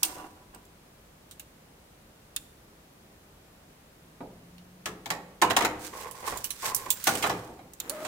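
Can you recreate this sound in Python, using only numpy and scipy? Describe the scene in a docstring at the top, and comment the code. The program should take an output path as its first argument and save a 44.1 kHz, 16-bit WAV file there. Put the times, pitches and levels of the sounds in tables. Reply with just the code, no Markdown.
"""A sharp metal snap comes first: elastic cord pulls the joint of a tent pole home, on a wooden deck at night.
More joints snap; a pole is laid down and clatters, each impact exciting the modes of tube and boards.
A tip drags by stick-slip friction, soft steps thump, nylon rustles and ticks, and a pole zips along it.
Trees scatter a faint echo, and behind the steady night air a far engine climbs in pitch."""
import sys
import numpy as np
from scipy import signal
from scipy.fft import rfft, irfft, next_fast_len
from scipy.io import wavfile
from scipy.ndimage import map_coordinates

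SR = 44100
rng = np.random.default_rng(int(sys.argv[2]) if len(sys.argv) > 2 else 0)


def to_wav(s):
    """Save 16-bit WAV."""
    ch = np.atleast_2d(s).T  # columns
    pcm = np.round(np.clip(ch, -1, 1) * 32767)  # PCM
    wavfile.write(sys.argv[1], SR, pcm.astype(np.int16))


N = 355887
TIME = np.arange(N) / SR
HIT_TIME = np.arange(SR * 3 // 4) / SR  # seconds since one contact


# ferrule and tube spectra: (frequency [Hz], level [dB])
FERRULE_SPECTRUM = [(1500, -38), (4000, -14), (6000, -4), (8300, -0.5), (11000, -4.5), (13000, -4),
                    (16000, -3)]
TUBE_SPECTRUM = [(300, -31), (1000, -16), (2000, -4), (2800, 0), (4200, -0.5), (6000, -9), (10000, -34.5)]
# where the hands work: (time [s], leftward pan [dB])
HAND_PATH = [(0, -2.5), (2.4, -4.5), (5.8, -10), (7.0, -6.5), (7.15, -5)]
# joint snaps and small ticks of the rustling cloth (6.011 and 6.763 s): (time [s], level [dB],
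# relative tube level [dB], clink frequency [Hz], ring frequency [Hz], relative rattle level [dB])
SNAPS_AND_TICKS = [(0.0309, -11, -12, 2740, 8500, -10), (0.049, -25, -14, 2720, 8750, 0),
                   (0.547, -43, -9, 2600, 8400, -10), (0.652, -52, -14, 3500, 7500, -8),
                   (1.3107, -42, -7.5, 3800, 8440, -0.5), (1.3961, -34, -10, 2800, 14800, -7.5),
                   (2.363, -19.5, -11.5, 3620, 6970, -18), (4.581, -57, 4.5, 2900, 5500, -10),
                   (5.8092, -43, -18, 4090, 8100, -18), (6.011, -37, -8.5, 2900, 7500, -11),
                   (6.111, -33.5, -19, 3060, 10540, -5.5), (6.373, -30.5, -15, 3740, 7200, -2.5),
                   (6.4429, -20.5, -15.5, 2960, 13900, -3.5), (6.5048, -25.5, -11, 4110, 10500, -2.5),
                   (6.7469, -15.5, -40, 4270, 12400, -5), (6.763, -23.5, -25, 4270, 8850, -6),
                   (6.9033, -15, -14.5, 3440, 15450, -0.5), (7.0406, -24, -15, 4000, 11900, -7),
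                   (7.0728, -20, -11, 3400, 12750, -4), (7.153, -22, -10.5, 2920, 8400, -16),
                   (7.7347, -39, -20, 3870, 6630, -10), (7.8009, -23.5, -11.5, 3620, 7140, -17),
                   (7.896, -20, -17.5, 4200, 10300, -11.5)]
def snaps_and_ticks():
    """Impact excitation: the cord pulls a ferrule home, the tube rings and loose contacts buzz.
    Small ticks of the rustling cloth share the same short, bright sound."""
    track = np.zeros((2, N))
    strike = fade(t60=0.019, attack=0.0002)
    for time, db, tube_db, clink_hz, ring_hz, rattle_db in SNAPS_AND_TICKS:
        snap = mode_noise(FERRULE_SPECTRUM, ripple_db=3.5, groups=80)
        ferrule = snap + amp(-7) * mode_cluster(ring_hz, width_hz=310)
        clack = mode_noise(TUBE_SPECTRUM, ripple_db=3.5)
        tube = amp(tube_db - 2.5) * (clack + amp(-2) * mode_cluster(clink_hz, width_hz=260))
        rattle = amp(rattle_db) * chatter(rate=284, depth_db=1) * fade(t60=0.087, attack=0.0077)
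        click = ferrule * (strike + rattle) + tube * (fade(t60=0.053, attack=0.00027) + rattle)
        pan_db = np.interp(time, *np.transpose(HAND_PATH))
        add(track, time, panned(amp(db + 2) * click, pan_db))
    return track


# struck metal and hollow deck spectra: (frequency [Hz], level [dB])
CRACK_SPECTRUM = [(800, -24), (1800, -1), (3200, 0), (5000, -4), (7000, -2), (10000, -10.5), (16000, -12)]
THUMP_SPECTRUM = [(40, -19), (100, -7), (150, -5), (230, -3), (350, -0.5), (520, -4.5), (900, -7.5),
                  (2500, -97)]
# pole hitting the deck: (time [s], level [dB], relative crack level [dB], leftward pan [dB],
# section frequency [Hz], rise time [s])
POLE_IMPACTS = [(4.857, -27.5, -1, 1, 1714, 0.0043), (5.058, -35.5, -2, 3, 850, 0.0018),
                (5.103, -21, -6, -6, 1124, 0.0014), (5.416, -21, -2.5, -3.5, 335, 0.0041),
                (5.421, -10.5, -13.5, -6, 1050, 0.0018), (5.500, -29.5, -4.5, -4, 1014, 0.0012),
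                (5.506, -19.5, -8.5, -7.5, 673, 0.0008), (5.565, -12.5, -6, 0.5, 1094, 0.0019),
                (5.607, -20.5, -11, -11, 953, 0.0019), (5.621, -21, -11.5, 4, 463, 0.0026),
                (5.648, -18, -8, -0.5, 1459, 0.00086), (7.069, -13, -4, 0, 1414, 0.0095),
                (7.224, -25.5, 0.5, -5, 2105, 0.0065), (7.239, -16.5, -15, -4, 1330, 0.0012),
                (7.258, -23, -18, -1, 784, 0.0063), (7.295, -20, -10.5, -2.5, 785, 0.0036),
                (7.59, -43, -25, -3, 756, 0.0018), (8.049, -31.5, -4.5, -8, 1170, 0.0018)]
def pole_clatter():
    """Contact time shapes an impact: as sections land, slower blows favour bending and deck thump."""
    track = np.zeros((2, N))
    for time, db, crack_db, pan_db, hz, rise in POLE_IMPACTS:
        softness = np.log2(rise / 0.001)  # doublings of a 1 ms rise
        bounces = amp(-9) * chatter(rate=295, depth_db=4) * fade(t60=0.17, attack=0.006)
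        crack = mode_noise(CRACK_SPECTRUM, ripple_db=2) * (fade(t60=0.039, attack=0.33 * rise) + bounces)
        section = amp(-7.5 + 2.5 * softness) * bending_modes(hz) * fade(t60=0.16, attack=rise)
        thump = mode_noise(THUMP_SPECTRUM, ripple_db=2, groups=400)
        thump *= fade(t60=0.49, attack=0.01)  # the joists take a moment to get going
        thump_db = -39 + 0.57 * (db + 21.5) + 1.5 * softness
        blow = boards(rise) + section + amp(crack_db + 4.5) * crack
        add(track, time, panned(amp(db) * blow + amp(thump_db) * thump, pan_db))
    return track


def bending_modes(hz):
    """Beating: three close bending modes, started by one blow, interfere."""
    detune, phase = rng.standard_normal((2, 3, 1))
    channel_phase = rng.standard_normal((2, 3, 1))
    angle = 2 * np.pi * hz * (1 + 0.0295 * detune) * HIT_TIME
    return np.sin(angle + 0.5 * phase + 0.5 * channel_phase).mean(1)


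# struck plank spectrum: (frequency [Hz], level [dB])
WOOD_SPECTRUM = [(250, -49), (500, -9.5), (900, 2.5), (1400, -2), (2200, -7), (3500, -17), (8000, -40)]
def boards(rise):
    """Impulse response of planks: a dense knock, a longer tail and ringing modes."""
    knock = fade(t60=0.087, attack=0.82 * rise)
    tail = amp(-13.5) * fade(t60=0.5, attack=0.01)
    wood = mode_noise(WOOD_SPECTRUM, ripple_db=4.5, groups=200) * (knock + tail)
    ring = deck_ring() * (1 - np.exp(-HIT_TIME / rise))
    return amp(-3.5) * wood + amp(-7) * ring


# pole and boards ringing together: (frequency [Hz], relative level [dB], 60 dB decay time [s])
DECK_MODES = [(301.3, -4, 0.69), (402, -2, 0.43), (499.5, -5.5, 0.93), (618, 5, 0.13), (705, 7, 0.26),
              (794, -5, 0.53), (1125, -6, 0.38), (1170, -4, 0.17), (1302, 3, 0.1), (1746, 6, 0.053),
              (1997, 8, 0.033), (2410, -3.5, 0.03), (2660, -1, 0.066), (3020, -14, 0.069), (3910, 5, 0.11)]
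def deck_ring():
    """Modal superposition: each blow weights the damped modes anew; the bouncing pole shifts them."""
    hz, db, t60 = np.transpose(DECK_MODES)[:, :, None]
    excitation, detune, phase, skew = rng.standard_normal((4, len(DECK_MODES), 1))
    drift = np.array([wobble(43, size=len(HIT_TIME)) for _ in DECK_MODES])
    angle = 2 * np.pi * (hz * (1 + 0.01346 * detune) * HIT_TIME + phase) + 0.98 * drift
    spread = skew * stereo_angle(HANDLING_CORRELATION, hz)
    strength = amp(db + 0.37 * excitation)
    decay = strength / np.linalg.norm(strength) * amp(-60 * HIT_TIME / t60)
    return np.array([(decay * np.sin(angle + offset)).sum(0) for offset in (spread, -spread)])


# pole resonances, one list for each of two grips: (frequency [Hz], bandwidth [Hz], level [dB])
GRIP_MODES = [
    [(315, 43, -5.5), (516, 12, -7.5), (758, 36, -3.5), (989, 17, 2.5), (1144, 24.1, -4), (1444, 50, -10.5),
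     (2780, 78, -18)],
    [(478, 79, -8.5), (857, 53, -4), (1033, 62, 2), (1128, 77, -2), (1980, 350, -13.5)],
]
# scraped plank spectrum: (frequency [Hz], level [dB])
SCRAPE_SPECTRUM = [(70, -1.5), (160, -1), (350, 1), (750, 5), (1100, -6), (1350, -1), (2500, -8),
                   (6000, -44)]
# pushes of the tip: (time [s], duration [s], level [dB])
TIP_PUSHES = [(0.024, 0.1, -43.5), (0.152, 0.1, -42.5), (0.349, 0.063, -57), (0.535, 0.011, -48.5),
              (5.928, 0.18, -43), (6.053, 0.012, -40), (6.143, 0.096, -49), (6.223, 0.053, -41),
              (6.271, 0.076, -33.5), (6.625, 0.066, -35), (6.704, 0.035, -40.5), (6.765, 0.076, -45.5),
              (6.854, 0.032, -40.5)]
def tip_drag():
    """Stick-slip friction: the tip catches on the grain and shakes both pole and boards."""
    track = np.zeros((2, N))
    regrip_s = 5
    for second_grip, modes in zip((False, True), GRIP_MODES):
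        def pole_response(f):
            return sum((-1) ** k * amp(db) * resonance(f, hz, width)
                       for k, (hz, width, db) in enumerate(modes))
        pole = coloured(filtered(slips(rate=900), pole_response), FLAT_SPECTRUM)
        planks = coloured(slips(rate=2100), SCRAPE_SPECTRUM)
        pushes = []
        for start, length, db in TIP_PUSHES:
            if (start > regrip_s) == second_grip:
                bite = 1 + amp(-4) * np.exp(-np.abs(TIME - start) / 0.0076)  # jolt of the first catch
                stroke = push(start, length, attack=0.0055, sag_db_per_s=40, release_db_per_s=234)
                pushes.append(amp(db) * bite * stroke)
        track += np.linalg.norm(pushes, axis=0) * (amp(0.5) * pole + amp(-5.5) * planks)
    return panned(track, pan_db=-6.5)


# sliding nylon spectrum: (frequency [Hz], level [dB])
NYLON_SPECTRUM = [(500, -26), (1500, 3), (2800, -1.5), (5000, -0.5), (8500, 0.5), (11000, -5),
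                  (14000, -4.5), (16000, -7)]
# tugs of the cloth: (peak time [s], level [dB], rise time [s])
NYLON_TUGS = [(0.075, -44.5, 0.1158), (0.161, -52, 0.14), (5.852, -39, 0.06), (6.005, -44.5, 0.14),
              (6.283, -31, 0.03), (6.315, -41, 0.12), (6.662, -27.5, 0.0516), (6.805, -45, 0.16),
              (7.0, -44.5, 0.03), (7.095, -30.5, 0.07), (7.17, -34.5, 0.1), (7.265, -38.5, 0.08),
              (8.07, -47.5, 0.24)]
def nylon_rustle():
    """Friction noise: nylon hisses as it slides and crackles where creases give; tugs add in power."""
    cloth = rng.standard_normal((2, N)) + slips(rate=2200)
    catching = amp(2 * wobble(80))
    tugs = [amp(db) * swell(time, rise, fall_s=1.13 * rise) for time, db, rise in NYLON_TUGS]
    brushing = amp(-49.5) * push(start=6.13, length=1.25, attack=0.014, sag_db_per_s=2, release_db_per_s=74)
    sliding = np.linalg.norm(tugs + [brushing], axis=0)
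    return panned(sliding * catching * coloured(cloth, NYLON_SPECTRUM), pan_db=-6)


# loose cloth spectrum: (frequency [Hz], level [dB])
CLOTH_SPECTRUM = [(80, -29), (280, 4.5), (450, -1), (1200, -2), (2200, -7), (5000, -20.5)]
def weave_zip():
    """Periodic excitation: threads pass under a pole, so pitch and level rise with its speed."""
    start_s, speed_up_s = 7.8, 0.125
    start_hz, top_hz, db_per_octave = 240, 617, 7.5
    hz = np.interp(TIME - start_s, [0, speed_up_s], [start_hz, top_hz])
    db = -42 + db_per_octave * np.log2(hz / top_hz)
    angle = 2 * np.pi * np.cumsum(hz * (1 + 0.0248 * wobble(130))) / SR
    whirr = unit(np.sin(angle) + amp(-10) * np.sin(2 * angle)) * amp(-0.5 + 1.9 * wobble(70))
    steadiness = (hz / top_hz) ** 2  # a slow push is too uneven to sing
    rush = amp(-1.5) * coloured(slips(rate=4000), CLOTH_SPECTRUM)
    return amp(db) * (TIME >= start_s) * (steadiness * whirr + rush)


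# soft steps on the deck: (time [s], level [dB], rise time [s])
FOOTFALLS = [(4.205, -41.5, 0.00056), (7.485, -46, 0.013)]
def footsteps():
    """Soft impact: a sole excites mainly the low modes of the hollow deck."""
    track = np.zeros((2, N))
    for time, db, rise in FOOTFALLS:
        thump = mode_noise(THUMP_SPECTRUM, ripple_db=-1.5, groups=400)
        thump *= fade(t60=0.34, attack=0.0027 + rise)
        plank = bending_modes(hz=251.5) * fade(t60=0.13, attack=rise)
        step = boards(rise) + amp(6) * thump + amp(6.5) * plank
        add(track, time, panned(amp(db) * step, pan_db=-2.5))
    return track


# outdoor reverberation: (frequency [Hz], 60 dB decay time [s])
ECHO_DECAY = [(200, 0.8), (1000, 0.78), (4000, 0.6), (14000, 0.54)]
def tree_echo(sound):
    """Scattering: railing and trunks return a thin tail whose treble dies first."""
    delay_s, crossfeed = 0.014, 0.65
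    hz, t, noise = signal.stft(rng.standard_normal((2, len(HIT_TIME))), SR, nperseg=256)
    decay = amp(-60 * t / along(ECHO_DECAY, hz)[:, None])
    tail = signal.istft(noise * decay, SR, nperseg=256)[1]
    tail = coloured(tail, spectrum=[(100, 8.5), (1500, -5.5), (10000, -7.5)])
    delayed = np.pad(sound + crossfeed * sound[::-1], ((0, 0), (round(delay_s * SR), 0)))
    return signal.fftconvolve(delayed, tail / np.linalg.norm(tail[0]), axes=1)[:, :N]


def far_engine():
    """Pitch follows rotation rate: an engine gathers speed as its drone swells and fades."""
    loudest_s, loudest_hz, climb_hz_per_s = 4.62, 178, 24
    hz = loudest_hz + climb_hz_per_s * (TIME - loudest_s)
    drone = unit(np.sin(2 * np.pi * np.cumsum(hz) / SR))
    return drone * amp(-54.5 + 0.99 * wobble(33)) * swell(loudest_s, rise_s=0.67, fall_s=1.26)


# outdoor background spectrum: (frequency [Hz], level [dB])
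AIR_SPECTRUM = [(12, -30), (22, -12), (50, -2.5), (86, -4.5), (116, -8), (154, -3.5), (277, -8.5),
                (347, -9.5), (499, -10), (802, -13.5), (1260, -16.5), (4940, -25), (14300, -28.5),
                (16000, -29.5)]
# its stereo image: (frequency [Hz], left-right correlation [-1 to 1])
AIR_CORRELATION = [(60, 1), (240, 0.96), (950, 0.024), (3770, -0.2), (15000, 0.19)]
def night_air():
    """Stationary noise: outdoor air, coherent in the bass and diffuse in the treble."""
    return amp(-55.5) * coloured(rng.standard_normal((2, N)), AIR_SPECTRUM, AIR_CORRELATION)


# even spectrum: (frequency [Hz], level [dB])
FLAT_SPECTRUM = [(1, 0)]
# stereo image of the handling sounds: (frequency [Hz], left-right correlation [-1 to 1])
HANDLING_CORRELATION = [(150, 1), (350, 0.99), (600, 0.82), (1100, 0.5), (2200, -0.13), (8000, 0.093)]
def coloured(pair, spectrum, correlation=HANDLING_CORRELATION):
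    """Mid-side mixing: two independent signals become spectrally shaped stereo of rms 1."""
    def response(hz):
        angle = stereo_angle(correlation, hz)
        return amp(along(spectrum, hz)) * [np.cos(angle), np.sin(angle)]
    mid, side = filtered(pair, response)
    return unit(np.array([mid + side, mid - side]))


def stereo_angle(correlation, hz):
    """Channel correlation is the cosine of twice this mid-side angle."""
    return np.arccos(np.clip(along(correlation, hz), -1, 1)) / 2


def panned(x, pan_db):
    """Acoustic shadow: the microphone's housing shades treble most; left leads by pan_db at 5 kHz."""
    def shade(hz):
        gains = amp(np.outer([1, -1], pan_db * (hz / 5000) ** 0.41) / 2)
        return gains / np.sqrt(np.mean(gains ** 2, axis=0))
    return filtered(x, shade)


def mode_noise(spectrum, ripple_db, groups=48):
    """Modal overlap: dense modes merge into noise; the contact point favours some groups of them."""
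    weights = rng.standard_normal(groups)
    ripple = lambda hz: amp(ripple_db * np.interp(hz, np.linspace(0, SR / 2, groups), weights))
    return coloured(filtered(rng.standard_normal((2, len(HIT_TIME))), ripple), spectrum)


def mode_cluster(hz, width_hz):
    """Narrow-band noise: tube modes crowd round one frequency, rms 1."""
    noise = rng.standard_normal((2, len(HIT_TIME)))
    return coloured(filtered(noise, lambda f: resonance(f, hz, width_hz) ** 2), FLAT_SPECTRUM)


def resonance(hz, centre, width):
    """Frequency response of a damped oscillator."""
    return 1j * hz * width / (centre ** 2 - hz ** 2 + 1j * hz * width)


def slips(rate):
    """Shot noise: tiny slips of widely differing size, on average rate a second, rms 1."""
    size = amp(5 * np.clip(rng.standard_normal(N), -2, 2))
    return unit((rng.random(N) < rate / SR) * size * rng.standard_normal((2, N)))


def chatter(rate, depth_db):
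    """Amplitude modulation: loose sections touch again and again, a flutter of rms 1."""
    return unit(amp(depth_db * np.tanh(wobble(rate, size=len(HIT_TIME)))))


def fade(t60, attack):
    """Exponential damping: a contact builds up, then loses 60 dB in t60 seconds."""
    return amp(-60 * HIT_TIME / t60) * (1 - np.exp(-HIT_TIME / attack))


def push(start, length, attack, sag_db_per_s, release_db_per_s):
    """Envelope of driven vibration: an attack, a sagging hold, a release."""
    t = np.maximum(TIME - start, 0)
    return (1 - np.exp(-t / attack)) * amp(-sag_db_per_s * t - release_db_per_s * np.maximum(t - length, 0))


def swell(peak_s, rise_s, fall_s, rounding_db=2.5):
    """Exponential growth and decay: about 20 dB up in rise_s, a rounded crest, down in fall_s."""
    below_db = 20 * np.maximum((peak_s - TIME) / rise_s, (TIME - peak_s) / fall_s)
    return amp(rounding_db - np.hypot(below_db, rounding_db))


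def wobble(rate, size=N):
    """Spline interpolation through rate random values a second."""
    return map_coordinates(rng.standard_normal(int(size * rate / SR) + 4), [np.arange(size) * rate / SR])


def filtered(x, response):
    """Linear filtering: the spectrum of x times a frequency response."""
    size = x.shape[-1]
    padded = next_fast_len(size + 4096)
    return irfft(rfft(x, padded) * response(np.fft.rfftfreq(padded, 1 / SR)), padded)[..., :size]


def along(points, hz):
    """Interpolation of (frequency [Hz], value) points on a log axis."""
    frequencies, values = np.transpose(points)
    return np.interp(np.log(hz + 1), np.log(frequencies + 1), values)


def amp(db):
    """Decibels to amplitude ratio."""
    return 10 ** (np.asarray(db) / 20)


def unit(x):
    """Normalisation to rms 1."""
    return x / np.sqrt(np.mean(x ** 2) + 1e-20)


def add(track, time, sound):
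    """Superposition of a sound on a track at a time in seconds."""
    start = max(round(time * SR), 0)
    part = sound[:, :N - start]
    track[:, start:start + part.shape[1]] += part


def scene():
    """Superposition of the direct handling sounds, their echo and the background."""
    handling = snaps_and_ticks() + pole_clatter() + footsteps() + tip_drag() + nylon_rustle() + weave_zip()
    return handling + amp(-18.5) * tree_echo(handling) + far_engine() + night_air()


def record(dry):
    """Band limiting: a steep low-pass removes the highest treble."""
    cutoff_hz = 15850
    return filtered(dry, lambda hz: 1 / (1 + (hz / cutoff_hz) ** 120))


dry = scene()
out = record(dry)
to_wav(out)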